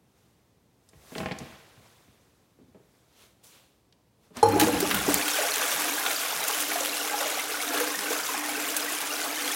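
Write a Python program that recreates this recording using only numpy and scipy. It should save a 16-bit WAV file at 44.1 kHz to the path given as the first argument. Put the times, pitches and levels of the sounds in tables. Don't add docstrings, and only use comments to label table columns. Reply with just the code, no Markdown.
import sys
import numpy as np
from scipy import signal
from scipy.fft import rfft, irfft, next_fast_len
from scipy.io import wavfile
from scipy.ndimage import uniform_filter1d

SR = 44100
rng = np.random.default_rng(int(sys.argv[2]) if len(sys.argv) > 2 else 0)


def int16_out(signal):
    q = np.round(np.clip(np.atleast_2d(signal).T, -1, 1) * 32767)
    wavfile.write(sys.argv[1], SR, q.astype(np.int16))


N = 421155
TIME = np.arange(N) / SR


def amp(db):
    return 10 ** (np.asarray(db) / 20)


def unit(x):
    return x / np.sqrt(np.mean(x ** 2) + 1e-20)


def peaked(x):
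    return x / abs(x).max()


def since(s):
    return np.maximum(TIME - s, 0)


def add(mix, s, sound):
    part = mix[max(round(s * SR), 0):][:len(sound)]
    part += sound[:len(part)]


def curve_at(points, hz):
    point_hz, value = np.transpose(points)
    return np.interp(np.log(hz + 1), np.log(point_hz), value)


def colour(x, eq):
    size = next_fast_len(len(x))
    gain = amp(curve_at(eq, np.fft.rfftfreq(size, 1 / SR)))
    return unit(irfft(rfft(x, size) * gain, size)[:len(x)])


def band(x, hz, kind="band"):
    return signal.sosfilt(signal.butter(2, hz, kind, fs=SR, output="sos"), x)


def resonance(x, hz, width):
    nearby = band(x, [hz * 0.882, hz * 1.19])
    return unit(signal.lfilter(*signal.iirpeak(hz, hz / width, fs=SR), nearby))


def burst(t60):
    t = np.arange(SR // 2) / SR
    return rng.standard_normal(len(t)) * amp(-60 * t / t60)


def ring(modes, detune):
    t = np.arange(SR // 2) / SR
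    return sum(amp(db - 60 * t / t60) * np.sin(2 * np.pi * hz * (1 + detune * rng.standard_normal()) * t)
               for hz, db, t60 in modes)


def surge(rate, depth_db):
    knots = rng.standard_normal(N // 64)
    return amp(depth_db * np.interp(TIME * rate, np.arange(len(knots)), knots))


def patchy(x, depth_db, bins):
    spectra = signal.stft(x, nperseg=256)[2]
    patches = uniform_filter1d(rng.standard_normal(spectra.shape), bins, axis=0)
    patches = unit(uniform_filter1d(patches, size=4, axis=1))
    return signal.istft(spectra * amp(depth_db * patches), nperseg=256)[1][:N]


# frequency in Hz, time to fall 60 dB in seconds.
ROOM_DECAY = [(100, 0.48), (500, 0.66), (2000, 0.87), (6000, 0.83), (16000, 0.045)]


def room(x, wet_db):
    echoes = rng.standard_normal(SR // 2) * (rng.random(SR // 2) < .15)
    echoes[:round(.004 * SR)] = 0
    hz, t, spectra = signal.stft(echoes, SR, nperseg=256)
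    decay = amp(-60 * t / curve_at(ROOM_DECAY, hz)[:, None])
    tail = signal.istft(spectra * decay, SR, nperseg=256)[1]
    return x + amp(wet_db) * signal.oaconvolve(x, tail / np.linalg.norm(tail))[:N]


# frequency in Hz, gain in dB.
AIR_EQ = [(25, -29), (45, -2), (65, 2.5), (120, 2), (200, 0.5), (450, -5), (600, -9), (1000, -12),
          (1400, -18.5), (2500, -20.5), (4200, -22), (15000, -28.5)]


def room_tone(hum_hz=118.4):
    air = colour(rng.standard_normal(N), AIR_EQ)
    hum = np.sqrt(2) * np.sin(2 * np.pi * hum_hz * TIME) * surge(3, depth_db=1.5)
    return amp(-66) * air + amp(-78) * hum


# frequency in Hz, gain in dB.
CLOTH_EQ = [(200, 3), (500, 7), (800, 4), (1100, 3.5), (1700, 2), (2400, 1.5), (2900, 1), (3500, 5),
            (6000, 3), (9000, -6), (16000, -16.5)]
# fastest moment in seconds, level in dB, rise and fall in seconds,
# treble trim in dB, rasp trim in dB.
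SLEEVE_STROKES = [(0.2, -67, 0.28, 0.67, -2, -14), (1.2, -44, 0.24, .14, -0.5, -14),
                  (1.43, -46.5, 0.18, 0.57, -7.5, -11), (1.85, -58, 0.33, 0.94, -2.5, -16),
                  (2.95, -65.5, .5, 0.85, -2.5, -16), (3.226, -55.5, 0.15, .14, 0.5, -1),
                  (3.44, -56, .01, 0.23, 7, -10), (3.55, -57, .15, 0.22, -3, 0.5),
                  (4.24, -64, 0.081, 0.29, -2, -14), (4.373, -35.5, 0.027, 0.18, -9.5, -23)]


def sleeve(swell_db=19):
    rub = colour(patchy(rng.standard_normal(N), depth_db=1.5, bins=6), CLOTH_EQ)
    body_power, treble_power, rasp_power = np.zeros((3, N))
    for s, db, rise, fall, treble_db, rasp_db in SLEEVE_STROKES:
        from_crest = np.maximum((s - TIME) / rise, (TIME - s) / fall)
        power = amp(db - swell_db * np.minimum(from_crest, 10)) ** 2
        body_power += power
        treble_power += power * amp(treble_db) ** 2
        rasp_power += power * amp(rasp_db) ** 2
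    body = np.sqrt(body_power) * band(rub, 2730, "low")
    treble = np.sqrt(treble_power) * band(rub, 10300, "high")
    rasp = np.sqrt(rasp_power) * unit(band(rng.standard_normal(N), [2230, 4300]))
    return body + amp(8) * treble + amp(-4.5) * rasp


# start in seconds, dry peak in dB, centre in Hz, 60 dB decay in seconds.
HARDWARE_CLICKS = [(0.889, -47, 7000, 0.041), (1.152, -29.5, 1990, 0.029), (1.181, -25.5, 4200, .03),
                   (1.2588, -28.5, 1880, 0.025), (1.3116, -26, 1660, 0.017), (1.318, -30.5, 3800, 0.056),
                   (1.387, -31.5, 6150, .035), (3.925, -48, 3700, 0.03), (4.351, -54, 6000, 0.043),
                   (4.369, -27.5, 6500, 0.029), (4.429, -20.5, 7560, .05), (4.487, -27, 9200, 0.044),
                   (4.597, -17, 2700, .04), (5.1424, -2, 11800, 0.009)]


def clicks():
    out = np.zeros(N)
    for s, db, hz, t60 in HARDWARE_CLICKS:
        add(out, s, amp(db) * peaked(band(burst(t60), [hz * 0.6, hz * 1.4])))
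    return room(out, wet_db=-13)


# start in seconds, dry peak in dB, ring over thud in dB,
# thud pitch in Hz.
SEAT_KNOCKS = [(0.932, -44.5, 2, 200), (0.95, -47, -21, 76.5), (1.12, -35, -5, 280), (1.158, -27, 0, 282),
               (1.181, -26, 6, 110), (1.203, -21.5, 12, 190), (1.214, -27, 4, 130), (1.232, -24.5, 13, 189),
               (1.259, -19.5, 10, 170), (1.286, -27, 25, 100), (1.312, -21.5, 10, 190),
               (1.319, -24, 12, 242), (1.404, -33, -1, 149), (1.421, -40, -13, 119.6), (1.774, -46, -6, 85),
               (2.079, -49.5, -9, 130), (2.588, -48, -13, 227), (2.613, -47, -15, 153.6),
               (2.68, -53, -16, 151), (2.746, -43, -8, 270), (2.8, -52, -20, 247), (4.307, -45, -13, 253)]
# pitch in Hz, level in dB, 60 dB decay in seconds.
SEAT_MODES = [(198, 3.5, 0.11), (382, -21, 0.066), (501.5, 0.5, 0.14), (653, 2, 0.078), (780, 4.5, 0.057),
              (1053, -1, 0.11), (1630, -14, 0.1), (2225, -10, 0.097), (3100, -19, 0.25)]


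def seat(clack_db=-6):
    out = np.zeros(N)
    for s, db, ring_db, thud_hz in SEAT_KNOCKS:
        modes = [(hz, mode_db + 2 * rng.standard_normal(), t60) for hz, mode_db, t60 in SEAT_MODES]
        hollow = peaked(ring(modes, detune=.008) + .6 * band(burst(.06), [350, 1500]))
        thud = peaked(band(burst(.13), [thud_hz * .55, thud_hz * 1.7]))
        clack = peaked(band(burst(.04), [1400, 2700]))
        add(out, s, amp(db) * peaked(thud + amp(ring_db) * (hollow + amp(clack_db) * clack)))
    return room(out, wet_db=-8)


def bubble(hz, cycles, rise):
    age = np.arange(int(3 * cycles / hz * SR)) / SR * hz / cycles
    envelope = (1 - np.exp(-8 * age)) * np.exp(-2 * age)
    return peaked(envelope * np.sin(2 * np.pi * cycles * (age + rise * age ** 2 / 2)))


# time in seconds, level in dB, pitch in Hz.
GLUG_BUBBLES = [(4.371, -30.5, 244), (4.51, -27, 201), (4.534, -17, 290), (4.559, -13.5, 386),
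                (4.62, -13, 305), (4.636, -21.5, 212), (4.674, -13, 467), (4.733, -23, 263),
                (4.827, -13.5, 394), (5.081, -14, 406), (5.084, -14, 287), (5.389, -18, 600),
                (5.749, -44, 150), (6.066, -15, 3390), (6.359, -46, 162), (6.758, -21, 668),
                (6.809, -23, 530), (6.861, -21.5, 3070), (6.897, -16, 3930), (7.212, -25, 558),
                (7.26, -22.5, 625), (7.681, -25.5, 680), (7.81, -18.5, 476), (7.971, -43, 199),
                (8.107, -21.5, 443), (8.291, -20.5, 1010), (8.345, -22.5, 800), (8.577, -28, 422)]


def glugs(shed_within_s=.03):
    out = np.zeros(N)
    for s, db, hz in GLUG_BUBBLES:
        add(out, s - .002, amp(db - 4.5) * bubble(hz, cycles=9.5, rise=0.034))
        for delay, pitch in rng.random((3, 2)):
            small = bubble(hz * (1 + 2 * pitch), cycles=7.9, rise=0.035)
            add(out, s + delay * shed_within_s, amp(db - 13) * small)
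    return room(out, wet_db=-6)


# start in seconds, level in dB.
MECHANISM_CLUNKS = [(4.4275, -11.5), (4.457, -22), (4.556, -29), (4.612, -24)]
# pitch in Hz, level in dB, 60 dB decay in seconds.
CISTERN_MODES = [(104, -19, 0.55), (338, -13, .25), (458.6, 0.5, 0.31), (493, -13, 0.35), (541, -16, 0.47),
                 (840, 2.5, 0.11), (865, 1, 0.062), (1190, -20.5, 0.19), (1464, -27, 0.084),
                 (3120, -26, 0.2), (4190, -12.5, 0.069), (5556, -25, 0.16), (6800, -31, .16),
                 (10100, -18, 0.095)]


def cistern(attack_s=.004):
    out = np.zeros(N)
    for s, db in MECHANISM_CLUNKS:
        rattle = amp(1) * band(burst(0.11), [500, 1300])
        clunk = rattle + ring(CISTERN_MODES, detune=.002)
        attack = np.minimum(TIME[:len(clunk)] / attack_s, 1)
        add(out, s, amp(db) * clunk * attack)
    return room(out, wet_db=-7.5)


OPEN_S, FULL_S = 4.43, 5.62
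# frequency in Hz, gain in dB.
PIPE_EQ = [(25, -17.5), (45, -8), (65, 7), (105, 2), (135, 2), (200, 13.5), (260, 0), (500, -23),
           (1500, -60)]


def pipe(attack_s=0.056, clear_s=5.11, sag_db_per_s=4.5, release_db_per_s=130):
    shake_db = -36.5 - sag_db_per_s * since(OPEN_S) - release_db_per_s * since(clear_s)
    attack = np.minimum(since(OPEN_S) / attack_s, 1)
    rumble = unit(colour(rng.standard_normal(N), PIPE_EQ) * surge(25, depth_db=3.5))
    return rumble * attack * amp(shake_db)


# start in seconds, rise in seconds,
# rim level in dB, trap level in dB.
WATER_GUSHES = [(4.593, 0.022, -25, -26), (5.07, 0.04, -32, -46), (5.35, 0.035, -34, -29),
                (5.58, 0.043, -38, -32), (6.5, .06, -33.5, -46), (6.72, 0.078, -43, -52),
                (7.18, 0.095, -41, -34), (7.71, 0.056, -37, -30), (8.07, 0.056, -35.5, -38.5),
                (8.9, 0.02, -33.5, -43), (9.23, 0.021, -38, -30.5), (9.45, 0.034, -34, -55)]


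def water_flow(settle_db=5, settle_s=1.0, trap_attack_s=0.067):
    head_db = -settle_db * (1 - np.exp(-since(FULL_S) / settle_s))
    rim_fill = np.minimum(since(OPEN_S) / (FULL_S - OPEN_S), 1) ** 0.54
    trap_fill = np.minimum(since(OPEN_S) / trap_attack_s, 1)
    rim_power = (rim_fill * amp(-30 + head_db)) ** 2
    trap_power = (trap_fill * amp(-31 + 0.62 * head_db)) ** 2
    for s, rise, rim_db, trap_db in WATER_GUSHES:
        age = since(s) / rise
        gush = age * np.exp(1 - np.minimum(age, 20))
        rim_power += (amp(rim_db) * gush) ** 2
        trap_power += (amp(trap_db) * gush) ** 2
    return np.sqrt(rim_power), np.sqrt(trap_power)


def impacts(rate, spread_db):
    hits = (rng.random(N) < rate / SR) * rng.choice([-1, 1], N)
    return hits * amp(spread_db * np.minimum(rng.exponential(1, N), 4))


# frequency in Hz, gain in dB.
SPRAY_EQ = [(100, -60), (300, -41), (700, -9), (1500, 1.5), (2400, 1.5), (3500, 2), (4500, -1), (6000, 1.5),
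            (8000, -0.5), (11000, 0), (16000, -5)]


def spray(flow):
    splat = burst(0.009)[:SR // 100]
    drop_power = signal.oaconvolve(impacts(1100, spread_db=3.5) ** 2, splat ** 2)[:N]
    spatter = np.sqrt(abs(drop_power)) * rng.standard_normal(N)
    drops = unit(patchy(spatter, depth_db=3.5, bins=10))
    hiss = unit(patchy(rng.standard_normal(N), depth_db=2.5, bins=8))
    water = colour((drops + amp(-1) * hiss) * surge(70, depth_db=0.84), SPRAY_EQ)
    return amp(1.6) * unit(room(water, wet_db=-12)) * surge(13, depth_db=0.62) * flow


def bubble_swarm(low_hz, high_hz, cycles, spread_db, count):
    swarm = np.zeros(N)
    for when, pitch, strength, life in rng.random((count, 4)):
        hz = low_hz * (high_hz / low_hz) ** pitch
        s = OPEN_S + when * (TIME[-1] - OPEN_S)
        db = spread_db * min(-np.log(strength), 3)
        add(swarm, s, amp(db) * bubble(hz, cycles * (.5 + life), rise=.03))
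    return unit(swarm)


# frequency in Hz, gain in dB.
CHURN_EQ = [(40, -50), (90, -33), (150, -22), (230, 1.5), (350, -1), (450, -18), (560, 1.5), (850, 6),
            (970, 4.5), (1100, 5.5), (1500, 8.5), (1950, 3), (2400, 6.5), (4000, -10), (8000, -26),
            (16000, -40)]
# centre in Hz, width in Hz, level in dB.
BOWL_RESONANCES = [(458, 270, 0), (695, 15, -12.5), (823, 16, -7.5)]


def churn(flow):
    swarm = bubble_swarm(360.5, 4655, cycles=8.7, spread_db=4.5, count=6500)
    froth = swarm + amp(3) * rng.standard_normal(N)
    froth = room(froth * surge(30, depth_db=1.7), wet_db=-9.5)
    hollow = sum(amp(db) * resonance(froth, hz, width) for hz, width, db in BOWL_RESONANCES)
    return (amp(-5.5) * colour(froth, CHURN_EQ) + amp(-16.5) * hollow) * surge(9, depth_db=0.5) * flow


def slosh(flow):
    heave = unit(band(rng.standard_normal(N), [148, 238]))
    return amp(-33) * heave * surge(3, depth_db=2) * flow


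def plinks(flow):
    small = bubble_swarm(1400, 7500, cycles=20, spread_db=4.5, count=600)
    return amp(-10) * room(small, wet_db=-11) * flow


# time in seconds, level in dB.
BOOM_FADER = [(4.45, -40), (4.58, -31), (5.06, -44.5), (5.09, -47), (5.19, -41), (5.54, -55), (5.9, -42),
              (6.38, -59), (6.62, -46), (7.64, -51), (7.7, -37), (8.03, -49.5), (8.11, -40), (8.26, -57),
              (8.36, -41.5), (9.04, -47.5), (9.51, -42), (9.55, -50)]


def bowl_boom():
    drone = resonance(rng.standard_normal(N), hz=300, width=10)
    swing = abs(signal.hilbert(drone))
    drone = unit(drone / np.sqrt(2 + swing ** 2))
    wallow = resonance(rng.standard_normal(N), hz=278, width=23)
    times, db = np.transpose(BOOM_FADER)
    return (drone + amp(-7.5) * wallow) * amp(np.interp(TIME, times, db, left=-120))


# start in seconds, level in dB, treble trim in dB.
WATER_SLAPS = [(4.5979, -6, -3), (4.611, -13, -27), (4.8035, -13, 3), (4.8903, -26, -7), (4.9114, -11, -15),
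               (4.9443, -10.5, -7), (5.28, -12, -10), (6.0637, -15.5, -14), (6.48, -12.5, 3),
               (7.7442, -19, -15), (7.7643, -30, -17), (7.8003, -15, -6), (8.766, -12, 5),
               (9.0035, -19.5, -11)]


def splashes():
    out = np.zeros(N)
    for s, db, treble_db in WATER_SLAPS:
        slap = burst(.055)
        body = band(slap, [900, 4500])
        treble = amp(treble_db + 3.5) * band(slap, 2900, "high")
        add(out, s, amp(db - 0.5) * peaked(body + treble))
    return room(out, wet_db=-12)


def scene():
    handling = sleeve() + clicks() + seat()
    rim, trap = water_flow()
    release = glugs() + cistern() + pipe()
    rush = spray(rim) + churn(trap) + slosh(trap) + plinks(rim) + bowl_boom() + splashes()
    return (room_tone() + handling + release + rush)[None]


def record(dry, low_cut_hz=50, high_cut_hz=16050):
    thin = signal.sosfilt(signal.butter(4, low_cut_hz, "high", fs=SR, output="sos"), dry)
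    high_cut = signal.firwin(511, high_cut_hz, window=("kaiser", 9), fs=SR)
    return signal.oaconvolve(thin, high_cut[None], "same")


dry = scene()
out = record(dry)
int16_out(out)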